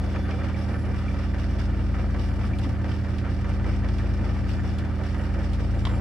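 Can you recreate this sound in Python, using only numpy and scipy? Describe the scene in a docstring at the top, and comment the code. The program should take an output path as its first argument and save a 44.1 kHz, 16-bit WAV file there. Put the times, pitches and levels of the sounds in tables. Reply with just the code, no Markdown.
"""A front-loading washing machine growls as it starts, heard from just above it in a small laundry room.
From the outset the pump hums, two motors at almost the same speed throb against each other,
and the pump's loose impeller (its paddle wheel) chatters as it churns air and water in quick surges.
Soon hard knocks, drops, ringing bubbles and gulps of air join in, while a faint squeal comes and goes.
Near the end something made of hard plastic is set down with a double clack."""
import sys
import numpy as np
from scipy import signal
from scipy.fft import rfft, irfft, next_fast_len
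from scipy.io import wavfile
from scipy.ndimage import uniform_filter1d

SR = 44100
rng = np.random.default_rng(int(sys.argv[2]) if len(sys.argv) > 2 else 0)


def store_wav(level_fs):
    """Save 16-bit WAV to argv[1]."""
    pcm = np.round(np.clip(np.atleast_2d(level_fs), -1, 1) * 32767)
    wavfile.write(sys.argv[1], SR, pcm.T.astype(np.int16))


N = 264864
T = np.arange(N) / SR
PUMP_HZ = 19.993  # turns of the pump each second

# The tone of the struck pump housing, of spraying water and of a sharp tick.
# Each row: frequency in Hz, relative level in dB.
HOUSING_SPECTRUM = [(200, -18), (330, 0.5), (560, 3.5), (780, -4), (1050, -1), (1250, -11.5), (1800, -4.5),
                    (2350, -9.5), (2600, -14.5), (3300, -20.5), (6000, -27.5), (15000, -76)]
SPRAY_SPECTRUM = [(800, -17), (2000, -2), (2900, 0), (3400, -4.5), (4000, -3.5), (4700, -4), (5600, -6),
                  (6300, -14.5), (7200, -19.5), (7800, -14.5), (10000, -22.5), (12500, -28.5), (15500, -36)]
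TICK_SPECTRUM = [(600, -43), (2000, 2), (4000, 7.5), (5500, -7), (6800, -5), (9000, -6), (11000, -11),
                 (15000, -27)]
# The impeller's hardest knocks, often four turns apart, as a slug of water arrives.
# Each row: time in seconds, relative level in dB.
HARD_KNOCKS = [(0.1448, -41), (0.293, -38.5), (.4445, -40), (.6950, -36), (0.9447, -33), (1.1443, -31),
               (1.1942, -33.5), (1.3448, -34.5), (1.5953, -33), (1.9450, -33), (1.9952, -35.5),
               (2.1445, -30), (2.3945, -45), (2.6439, -34), (2.8444, -29), (3.047, -32), (3.2455, -42),
               (3.4451, -30), (3.6438, -30), (3.8461, -30.5), (3.9960, -36), (4.245, -35), (4.6453, -39),
               (5.1464, -30), (5.346, -36), (5.3974, -49), (5.5958, -36)]


def undb(db):
    """Turn decibels into a number to multiply by."""
    return 10 ** (np.asarray(db) / 20)


def level(x, db):
    """Scale a sound to an average (rms) level."""
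    return x * undb(db) / np.sqrt(np.mean(x ** 2))


def gains(points, size):
    """Join (Hz, dB) points into one gain for each frequency of a Fourier transform."""
    hz, db = np.transpose(points)
    return undb(np.interp(np.log(np.fft.rfftfreq(size, 1 / SR) + 1), np.log(hz), db))


def colour(x, points):
    """Shape a sound's tone to follow (Hz, dB) points."""
    size = next_fast_len(x.shape[-1] + SR // 10, real=True)
    cepstrum = irfft(np.log(gains(points, size)), size)
    cepstrum[1:size // 2] *= 2  # fold it forward so nothing rings before its hit
    cepstrum[size // 2 + 1:] = 0
    return irfft(rfft(x, size) * np.exp(rfft(cepstrum)), size)[..., :x.shape[-1]]


def lowpass(x, hz):
    """Dull a sound above the given frequency."""
    return signal.sosfilt(signal.butter(2, hz, fs=SR, output="sos"), x)


def wander(rate):
    """A smooth random curve that heads for a new value `rate` times a second."""
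    hold = int(SR / rate)
    steps = np.repeat(rng.standard_normal(N // hold + 1), hold)
    return uniform_filter1d(uniform_filter1d(steps, hold), hold)[:N]


def pan(x, db):
    """Make the left side louder than the right by `db`."""
    return x * undb(np.array([[db], [-db]]) / 2)


def spread(mid, side):
    """Make left and right from a shared part (mid) and a part in which they differ (side)."""
    # How wide the room sounds. Each row: frequency in Hz, gain of the side part in dB.
    width = [(60, -2), (500, -10.5), (1300, -10), (2800, -6.5), (5500, -6.5), (12000, -10)]
    # Which way the sound leans. Each row: frequency in Hz, left minus right in dB.
    balance = [(60, 5), (200, -4), (600, -1.5), (1400, -1.8), (2800, 0.5), (5500, -3.5), (10000, -3.5),
               (14000, 1)]
    mid, side = rfft(mid), rfft(side) * gains(width, N)
    lean = np.sqrt(gains(balance, N))
    lag = np.exp(-1j * np.minimum(2 * np.pi * np.fft.rfftfreq(N), 1.0))  # the left is a touch late
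    return np.array([irfft((mid + side) * lean * lag, N), irfft((mid - side) / lean, N)])


def ring(x, t60, direct=0.):
    """Panels and near walls ring briefly, fading by 60 dB in `t60` seconds."""
    t = T[:SR // 4]
    tail = rng.standard_normal(len(t)) * np.exp(-np.log(1000) * t / t60)
    tail /= np.linalg.norm(tail)
    tail[0] += direct
    return signal.fftconvolve(x, tail / np.linalg.norm(tail))[:N]


def blows(times, sizes):
    """One click of the given size at each time in seconds."""
    samples = np.round(np.asarray(times) * SR).astype(int)
    return np.bincount(np.clip(samples, 0, N), sizes, N + 1)[:N]


def grains(rate, scatter_db):
    """About `rate` random small impacts a second, a few much stronger than the rest."""
    chance, size = rng.random(N), rng.standard_normal(N)
    return (chance < rate / SR) * np.sign(size) * undb(scatter_db * np.minimum(np.abs(size), 2.5))


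def swells(starts, peaks_db, holds, attack_s, release_s, rest_db):
    """A level in dB that rises, holds and falls back to rest after each start."""
    power = undb(rest_db) ** 2
    for start, db, hold in zip(starts, peaks_db, holds):
        age = T - start
        rise = np.clip(age / attack_s, 0, 1)
        fall = np.exp(-np.maximum(age - attack_s - hold, 0) / release_s)
        power = power + (undb(db) * rise * fall) ** 2
    return 10 * np.log10(power)


def tub(x):
    """The hollow tub and cabinet colour whatever the pump stirs up."""
    # Their resonances. Each row: frequency in Hz, width in Hz, boost in dB.
    resonances = [(324, 30, 8.5), (489.6, 26, 6.5), (577, 54, 5.5), (710, 34, 4), (777, 24, 6.5),
                  (855, 33, -4), (884, 54, 3), (1160, 12, 8.5), (1247, 29, 5.5), (1323, 7.2, 9),
                  (1517, 164, 5), (1769, 44, 8), (2350, 89, 3), (2680, 19, 9), (2860, 82, 5)]
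    for hz, width, db in resonances:
        x = x + (undb(db) - 1) * signal.lfilter(*signal.iirpeak(hz, hz / width, fs=SR), x)
    return x


def room(x):
    """Close walls add a short tail to each side."""
    return np.array([ring(channel, t60=0.055, direct=1.5) for channel in x])


def pump_hum(waver=0.067):
    """The pump hums at multiples of its turn rate; the higher tones waver more."""
    # The hum the cabinet gives off. Each row: multiple of the turn rate, level in dB.
    harmonics = [(2, -43), (3, -48), (4, -28.5), (5, -46), (6, -37.5), (7, -63), (8, -44), (9, -49.5),
                 (10, -36), (11, -48.5), (12, -49), (13, -48), (14, -43), (16, -49.5), (17, -56.5),
                 (18, -51.5), (19, -55), (20, -56.5), (22, -61), (28, -55), (30, -72), (34, -60.5),
                 (45, -61.5)]
    left_first = np.exp(1j * np.array([[.08], [-.08]]))
    out = 0
    for multiple, db in harmonics:
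        angle = 2 * np.pi * (multiple * PUMP_HZ * T + rng.random())
        shake = waver * multiple / 10 * (wander(15) + 1j * wander(16))
        out = out + np.sqrt(2) * undb(db) * np.real((1 + shake) * np.exp(1j * angle) * left_first)
    return pan(out, -2.1)


def motors(shaft_hz=55.03, in_step_s=3.896, beat_hz=0.537, beat_rise_hz_per_s=0.053, sway_s=0.36):
    """Two shafts slip in and out of step, so their deep hum slowly swells, first right and then left."""
    # Hum at twice the shaft rate, wandering from side to side.
    # Each row: time in seconds, left and right relative levels in dB.
    octave_levels = [(0.1, -33, -42), (0.5, -47, -29.5), (0.9, -28, -40), (1.2, -33.5, -52),
                     (1.7, -33, -31.5), (2.15, -32, -40), (2.65, -28.5, -31), (3.2, -33, -31),
                     (3.72, -26.5, -42), (4.1, -34, -29.5), (4.62, -27, -54), (5.05, -37.5, -34),
                     (5.45, -32, -49), (5.8, -29, -28)]
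    first_angle = 2 * np.pi * (shaft_hz * T + 0.0068 * wander(1.6) + rng.random())
    since_in_step = T - in_step_s - sway_s * np.array([[1], [-1]]) / 2
    slipped_turns = beat_hz * since_in_step + beat_rise_hz_per_s * since_in_step ** 2 / 2
    second_angle = first_angle - 2 * np.pi * slipped_turns
    shafts = pan(undb(-31) * np.sin(first_angle), 1.5) + pan(undb(-34.5) * np.sin(second_angle), 4.5)
    times, left, right = np.transpose(octave_levels)
    octave_gain = undb(-1) * np.array([np.interp(T, times, undb(db)) for db in (left, right)])
    left_first = np.array([[.3], [-.3]])
    octave = octave_gain * np.sin(2 * first_angle + left_first)
    return np.sqrt(2) * (shafts + octave + undb(-54) * np.sin(3 * first_angle))


def cabinet():
    """The steel panels rumble with the swirling inside."""
    # The rumble's tone. Each row: frequency in Hz, relative level in dB.
    spectrum = [(22, -10), (45, -18), (66, -14), (95, -2.5), (130, -6.5), (165, -0.5), (210, -2), (255, 0),
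                (305, -3.5), (450, -15), (1200, -62), (8000, -108)]
    rumble = colour(spread(*rng.standard_normal((2, N))), spectrum)
    return level(rumble * undb(0.5 * wander(17)), -43)


def motor_drive(hz=3467, flutter=0.45, gain_db=-4):
    """The motor drive sings one thin, nearly pure note."""
    # How loud the note is. Each row: time in seconds, relative level in dB.
    loudness = [(0, -60), (.4, -59), (.8, -76), (1.1, -61), (1.6, -73), (4.2, -73), (4.8, -63), (5.3, -79)]
    shake = 1 + flutter * (wander(33) + 1j * wander(45))
    tone = np.sqrt(2) * np.real(shake * np.exp(2j * np.pi * hz * T))
    return tone * undb(gain_db + np.interp(T, *np.transpose(loudness)))


def squeal(gain_db=-4.5, flutter=1.5, flicker_db=3):
    """Faint high tones swell together, break up and fade."""
    # The squeals. Each row: middle and half length in seconds, name of a tone set, relative level in dB.
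    squeals = [(.2, .26, "high", 1), (.75, .3, "full", 2), (1.25, .2, "low", -1), (2.45, 0.28, "full", 1),
               (4.603, 0.17, "low", 0), (5.3, 0.22, "full", -1), (6.0, .22, "full", 5)]
    # Three named sets of thin tones. Each row: pitch in Hz, relative level in dB.
    tone_sets = {"high": [(6595, -73), (10557, -76), (11876, -83), (13528, -91)], "full": [(7499, -74),
                 (7612, -77), (8716, -88), (9155, -84), (9491, -84), (10040, -75), (10484, -80),
                 (12355, -100)], "low": [(6756, -80), (6923, -73.5)]}
    out = 0
    for middle, half_s, name, db in squeals:
        swell = np.exp(-((T - middle) / half_s) ** 2) * undb(db + gain_db + flicker_db * wander(25))
        near = np.abs(T - middle) < 2 * half_s
        tones = np.zeros((2, N))
        for hz, tone_db in tone_sets[name]:
            shake = (1 + flutter * (wander(70) + 1j * wander(70)))[near]
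            angle = 2 * np.pi * (hz * T[near] + rng.random((2, 1)) / 2)
            tones[:, near] += undb(tone_db) * np.real(shake * np.exp(1j * angle))
        out = out + swell * tones
    return out


def surges():
    """Each slug of water loads the pump, then throws spray. Gives both levels over time in dB."""
    # About five surges a second. Each row: start in seconds, relative load and spray levels in dB,
    # hold in seconds, delay of the spray in seconds.
    slugs = [(-0.02, -42, -56.5, 0.11, 0.0), (0.126, -34, -54, 0.025, 0.013),
             (0.232, -35.5, -53, 0.05, 0.039), (0.367, -38.5, -53.5, 0.11, 0),
             (0.55, -41, -51, 0.062, 0.0073), (0.657, -37.5, -57, 0.08, 0.01),
             (0.817, -41.5, -52, 0.033, 0.13), (0.942, -43, -59, 0.15, 0.0077),
             (1.114, -41, -52, 0.079, 0.046), (1.318, -38, -52.5, 0.065, 0.063),
             (1.49, -39, -53.5, 0.042, 0.088), (1.72, -40, -56, 0.026, 0.068),
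             (1.92, -42, -52, 0.038, 0.047), (2.133, -46.5, -51, 0.094, 0.051),
             (2.371, -38.5, -52, 0.045, 0.031), (2.596, -42.5, -51.5, 0.034, 0.011),
             (2.842, -42, -53.5, 0.082, 0.032), (3.042, -46, -50, 0.024, 0.036),
             (3.226, -38, -50.5, 0.028, 0.063), (3.43, -41.5, -53.5, 0.061, 0.033),
             (3.643, -39, -52, 0.059, 0.024), (3.81, -38, -55, 0.021, 0.1), (3.982, -40, -53, 0.049, 0.067),
             (4.18, -42.5, -51, 0.082, 0.054), (4.335, -35.5, -55, 0.01, 0.025),
             (4.445, -40.5, -50.5, 0.057, 0.023), (4.601, -42, -53, 0.065, 0.043),
             (4.763, -39, -71, 0.03, 0.05), (4.979, -43, -51.5, 0.051, 0.062),
             (5.162, -39, -48, 0.024, 0.068), (5.334, -41, -54.5, 0.084, 0.05),
             (5.562, -37.5, -55, 0.015, 0.031), (5.718, -41, -54.5, 0.0076, 0.05),
             (5.85, -41, -57, 0.054, 0.046)]
    starts, loads, sprays, holds, delays = np.transpose(slugs)
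    load_db = swells(starts, loads, holds, attack_s=0.026, release_s=0.039, rest_db=-40)
    spray_db = swells(starts + delays, sprays, holds, attack_s=0.01, release_s=0.042, rest_db=-60)
    uneven_flow = wander(30.18)
    return load_db - 1.5 * uneven_flow, spray_db + 2 * uneven_flow


def chatter(jitter_s=0.00033, t60=0.077):
    """The loose impeller strikes the same spots on each turn; each rings the housing in its own way."""
    # The spots. Each row: fraction of a turn, relative strength in dB, random scatter in dB.
    contacts = [(.08, -2.5, 2), (0.272, -3.5, 0.5), (.70, -4.5, -0.5), (.90, 0, 1.5)]
    turns = np.arange(int(N / SR * PUMP_HZ) + 1)
    mid = side = 0
    for fraction, db, scatter_db in contacts:
        late, size = rng.standard_normal((len(turns), 2)).T
        hits = blows((turns + fraction) / PUMP_HZ + jitter_s * late, undb(db + scatter_db * size))
        mid, side = mid + ring(hits, t60, direct=0.54), side + ring(hits, t60)
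    return level(tub(colour(spread(mid, side), HOUSING_SPECTRUM)), 0)


def water(spectrum, level_db, rate, scatter_db, t60, pulse_depth, spots):
    """Bubbles burst at several spots in the pump, in a rush each time a blade throws water."""
    # Water thrown during one turn. Each row: fraction of the turn, relative level in dB.
    throws = [(0, 2), (0.181, -0.5), (.25, 3), (0.598, -3), (.68, 1.5), (.84, 4), (.89, 1.5)]
    fraction, db = np.transpose(throws)
    pulse = undb(pulse_depth * np.interp(T * PUMP_HZ, fraction, db, period=1))
    mid = side = 0
    for _ in range(spots):
        bursts = grains(rate / spots, scatter_db) * pulse
        mid, side = mid + ring(bursts, t60, direct=0.76), side + ring(bursts, t60)
    return level(tub(colour(spread(mid, side), spectrum)), 0) * undb(level_db)


def churn(attack_s=0.018):
    """Water heaves in the tub with a hollow rush and falls back between heaves."""
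    # The heaves. Each row: middle in seconds, level in dB, hold in seconds.
    heaves = [(0.042, -40, 0.078), (0.172, -37.5, 0.025), (0.325, -41.5, 0.067), (0.44, -42, 0.035),
              (0.582, -39, 0.033), (0.715, -42.5, 0.091), (.88, -41, 0.067), (1.153, -46, .02),
              (1.38, -43.5, 0.032), (1.575, -41, .025), (1.689, -47, .025), (1.805, -42, .03),
              (2.014, -41, 0.056), (2.175, -40.5, .05), (2.405, -41, .03), (2.51, -44.5, .02),
              (2.653, -42.5, .04), (2.865, -41, .015), (3.08, -43, .025), (3.285, -47, 0.055),
              (3.473, -42, 0.028), (3.673, -39, 0.033), (3.872, -45, .04), (4.05, -39.5, 0.014),
              (4.247, -41, 0.068), (4.43, -45, .025), (4.547, -45, 0.013), (4.666, -43.5, 0.037),
              (4.865, -44, .03), (5.015, -37, .02), (5.22, -40.5, 0.032), (5.392, -41.5, .06),
              (5.616, -38.5, 0.029), (5.765, -43.5, .015), (5.94, -39.5, .07)]
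    # Their hollow tone. Each row: frequency in Hz, relative level in dB.
    spectrum = [(120, -31.5), (280, -3), (350, 6), (390, 4), (440, 1), (500, 4.5), (570, 3.5), (680, 1),
                (790, -0.5), (900, -1), (1060, -8), (2000, -25.5), (5000, -53), (15000, -73)]
    middles, db, holds = np.transpose(heaves)
    starts = middles - holds / 2 - attack_s
    heave_db = swells(starts, db, holds, attack_s, release_s=0.028, rest_db=-45.5)
    return water(spectrum, heave_db, rate=4000, scatter_db=2.5, t60=0.051, pulse_depth=0.46, spots=5)


def slosh(load_db, hold_s=0.018):
    """Water slaps round the housing with the pump's load, and harder just after a knock."""
    # The slapping's tone. Each row: frequency in Hz, relative level in dB.
    spectrum = [(400, -23.5), (750, -5), (920, -1.5), (1060, -5), (1200, -3.5), (1500, -5), (1820, -6.5),
                (1980, -7), (2350, -6.5), (2550, -19), (3100, -15), (5000, -43), (15000, -74)]
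    times, db = np.transpose(HARD_KNOCKS)
    holds = np.full(len(times), hold_s)
    bursts_db = swells(times, db, holds, attack_s=0.003, release_s=0.086, rest_db=-56)
    slosh_db = 20 * np.log10(np.hypot(undb(load_db - 7.5), undb(bursts_db - 16.5)))
    return water(spectrum, slosh_db, rate=2500, scatter_db=4, t60=0.042, pulse_depth=1.4, spots=6)


def gurgles(low_hz=1200, high_hz=2100, cycles=11, glide=0.0046, range_db=8, count=900):
    """Air bubbles ring for a few cycles and rise a little in pitch as they near the surface."""
    t = T[:SR // 20]
    out = np.zeros(N + len(t))
    for when, pitch, size in rng.random((count, 3)):
        hz = low_hz + pitch * (high_hz - low_hz)
        age = t * hz / cycles
        start = int(when * N)
        envelope = undb(range_db * size) * (1 - np.exp(-2 * age)) * np.exp(-age)
        out[start:start + len(t)] += envelope * np.sin(2 * np.pi * hz * t * (1 + glide * age))
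    return level(tub(spread(out[:N], ring(out[:N], 0.033))), 0)


def spray(level_db):
    """The pump throws a fine, bright spray."""
    return water(SPRAY_SPECTRUM, level_db, rate=2300, scatter_db=2.5, t60=0.011, pulse_depth=1.08, spots=6)


def spits(t60=0.11):
    """Small splashes start sharply and die away in the tub."""
    hits = grains(rate=45, scatter_db=5)
    splashes = spread(ring(hits, t60, direct=0.062), ring(hits, t60))
    return level(colour(splashes, SPRAY_SPECTRUM), -59)


def hiss():
    """Water runs evenly through the pipes behind the surges."""
    # The hiss's tone. Each row: frequency in Hz, relative level in dB.
    spectrum = [(500, -9), (2000, -13), (4500, 8), (5600, -2.5), (6500, -2), (8200, -5), (10000, -7),
                (12500, -13.5), (15500, -21)]
    return level(colour(spread(*rng.standard_normal((2, N))), spectrum), -63)


def knocks(gain_db=32, t60=0.06):
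    """Now and then the impeller hits hard and the housing cracks brightly."""
    times, db = np.transpose(HARD_KNOCKS)
    hits = blows(times, undb(db + gain_db))
    housing = colour(spread(ring(hits, t60, direct=1), ring(hits, t60)), HOUSING_SPECTRUM)
    return signal.sosfilt(signal.butter(2, 800, "high", fs=SR, output="sos"), housing)


def drops(tick_t60=0.068, splash_t60=0.13):
    """Single drops tick against the housing and burst into a short, duller splash."""
    # The drops. Each row: time in seconds, relative tick and splash levels in dB.
    landings = [(.158, -42, -33), (.308, -40, -27.5), (.443, -40, -30), (1.383, -41, -34),
                (1.585, -44, -36), (2.5866, -22, -33), (2.6363, -37, -34), (2.9167, -40, -29),
                (3.183, -29, -28), (3.8862, -39, -28), (3.983, -28, -30.5), (4.785, -24, -30),
                (5.0357, -31, -32), (5.533, -24, -33), (5.748, -31, -48)]
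    times, tick_db, splash_db = np.transpose(landings)
    hits, bursts = blows(times, undb(tick_db + 5)), blows(times, undb(splash_db + 19))
    ticks = colour(spread(ring(hits, tick_t60, direct=0.52), ring(hits, tick_t60)), TICK_SPECTRUM)
    splashes = colour(spread(ring(bursts, splash_t60), ring(bursts, splash_t60)), SPRAY_SPECTRUM)
    return ticks + lowpass(splashes, 7000)


def large_bubbles(cycles=9, glide=0.03, onset_s=0.0008, wobble_hz=220):
    """A large bubble rings briefly near its own pitch, wobbling as the churning water tears at it."""
    # The bubbles. Each row: start in seconds, pitch in Hz, relative level in dB.
    bubbles = [(.160, 1450, -38), (.161, 2350, -37), (.312, 2300, -32), (.439, 2430, -41),
               (0.544, 2320, -34), (1.082, 2350, -32), (1.208, 2440, -42), (1.417, 2870, -40),
               (1.610, 1495, -32.5), (1.793, 2870, -37), (1.993, 2300, -41), (2.433, 2420, -37),
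               (2.534, 2340, -33), (2.915, 3130, -38), (3.187, 3160, -44), (3.265, 1210, -38),
               (3.665, 1230, -35), (3.732, 2350, -37), (3.997, 1800, -33), (4.059, 2420, -40),
               (4.488, 2220, -46), (4.594, 1790, -34), (5.196, 2820, -41), (5.345, 1765, -40),
               (5.415, 1690, -34)]
    t = T[:SR // 15]
    out = 0
    for start, hz, db in bubbles:
        age = t * hz / cycles
        wobble = 0.9 * level(lowpass(rng.standard_normal(len(t)), wobble_hz), 0)
        envelope = (1 - np.exp(-t / onset_s)) * np.exp(-age)
        angle = 2 * np.pi * hz * t * (1 + glide * (age - 2) / 2)
        out = out + signal.oaconvolve(blows([start], undb([db])), envelope * np.sin(angle + wobble))[:N]
    return spread(out + undb(-4) * ring(out, 0.15), ring(out, 0.048))


def gulps(gain_db=-3, swell_s=0.0097, sag_per_s=2.3, wobble_hz=60):
    """A pocket of air booms briefly in the hose; its pitch sags and wobbles as it is squeezed through."""
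    # The air pockets. Each row: start in seconds, relative level in dB, pitch in Hz.
    pockets = [(0.445, -27.5, 233), (0.712, -23, 223), (2.02, -26, 228), (2.439, -24, 222),
               (2.656, -24, 263), (4.207, -20.5, 210), (4.356, -35, 232)]
    t = T[:SR // 8]
    envelope = (t / swell_s) ** 2 * np.exp(2 - 2 * t / swell_s)
    out = 0
    for start, db, hz in pockets:
        wobble = 0.37 * level(lowpass(rng.standard_normal(len(t)), wobble_hz), 0)
        angle = 2 * np.pi * np.cumsum(hz * np.exp(-sag_per_s * (t - swell_s))) / SR
        boom = envelope * np.sin(angle + wobble)
        out = out + signal.fftconvolve(blows([start], undb([db + gain_db])), boom)[:N]
    return pan(out, -1.4)


def clacks(gain_db=-30, crack_s=0.0024, room_t60=0.31):
    """Hard plastic is set down: a sharp touch and a duller landing ring the same tones."""
    # Its bounces. Each row: time in seconds, relative level in dB, treble cutoff in Hz.
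    bounces = [(5.8527, -2, 7460), (5.8534, -11, 6000), (5.8583, -7, 2800), (5.8695, 1.5, 1700),
               (5.8725, 2.5, 1500), (5.8770, -13, 2000)]
    # Its tones. Each row: pitch in Hz, relative level in dB, seconds to fade by 60 dB.
    plastic_tones = [(1020, -16, 0.026), (1150, 3, 0.023), (1460, -12, 0.025), (1940, -3, 0.017),
                     (2190, -4, 0.024), (2870, -5, 0.015), (3270, 0, 0.02), (3460, 1.5, 0.01),
                     (4720, -1, 0.018)]
    t = T[:SR // 5]
    ringing = sum(undb(db) * np.sin(2 * np.pi * hz * t) * np.exp(-np.log(1000) * t / t60)
                  for hz, db, t60 in plastic_tones)
    out = 0
    for start, db, cutoff_hz in bounces:
        crack = undb(3) * colour(rng.standard_normal(len(t)) * np.exp(-t / crack_s), TICK_SPECTRUM)
        clack = lowpass(ringing + crack, cutoff_hz)  # softer contact is duller
        out = out + signal.fftconvolve(blows([start], undb([db + gain_db])), clack)[:N]
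    return spread(out + undb(-8) * ring(out, room_t60), ring(out, .03))


def scene():
    """The pump's surges drive chatter, slosh, gurgles and spray over the churning tub and the hums."""
    load_db, spray_db = surges()
    rattle = undb(load_db - 11) * chatter()
    fizz = undb(load_db - 16.5) * gurgles()
    mist = spray(spray_db + 1.5)
    hums = pump_hum() + motors() + cabinet() + squeal() + motor_drive()
    wet = churn() + slosh(load_db) + fizz + large_bubbles()
    wet = wet + room(mist + spits()) + hiss() + gulps() + drops()
    return hums + rattle + knocks() + wet + clacks()


def record(dry, top_hz=15600):
    """Cut away the very highest treble."""
    return signal.sosfilt(signal.ellip(8, .2, 70, top_hz, fs=SR, output="sos"), dry)


dry = scene()
out = record(dry)
store_wav(out)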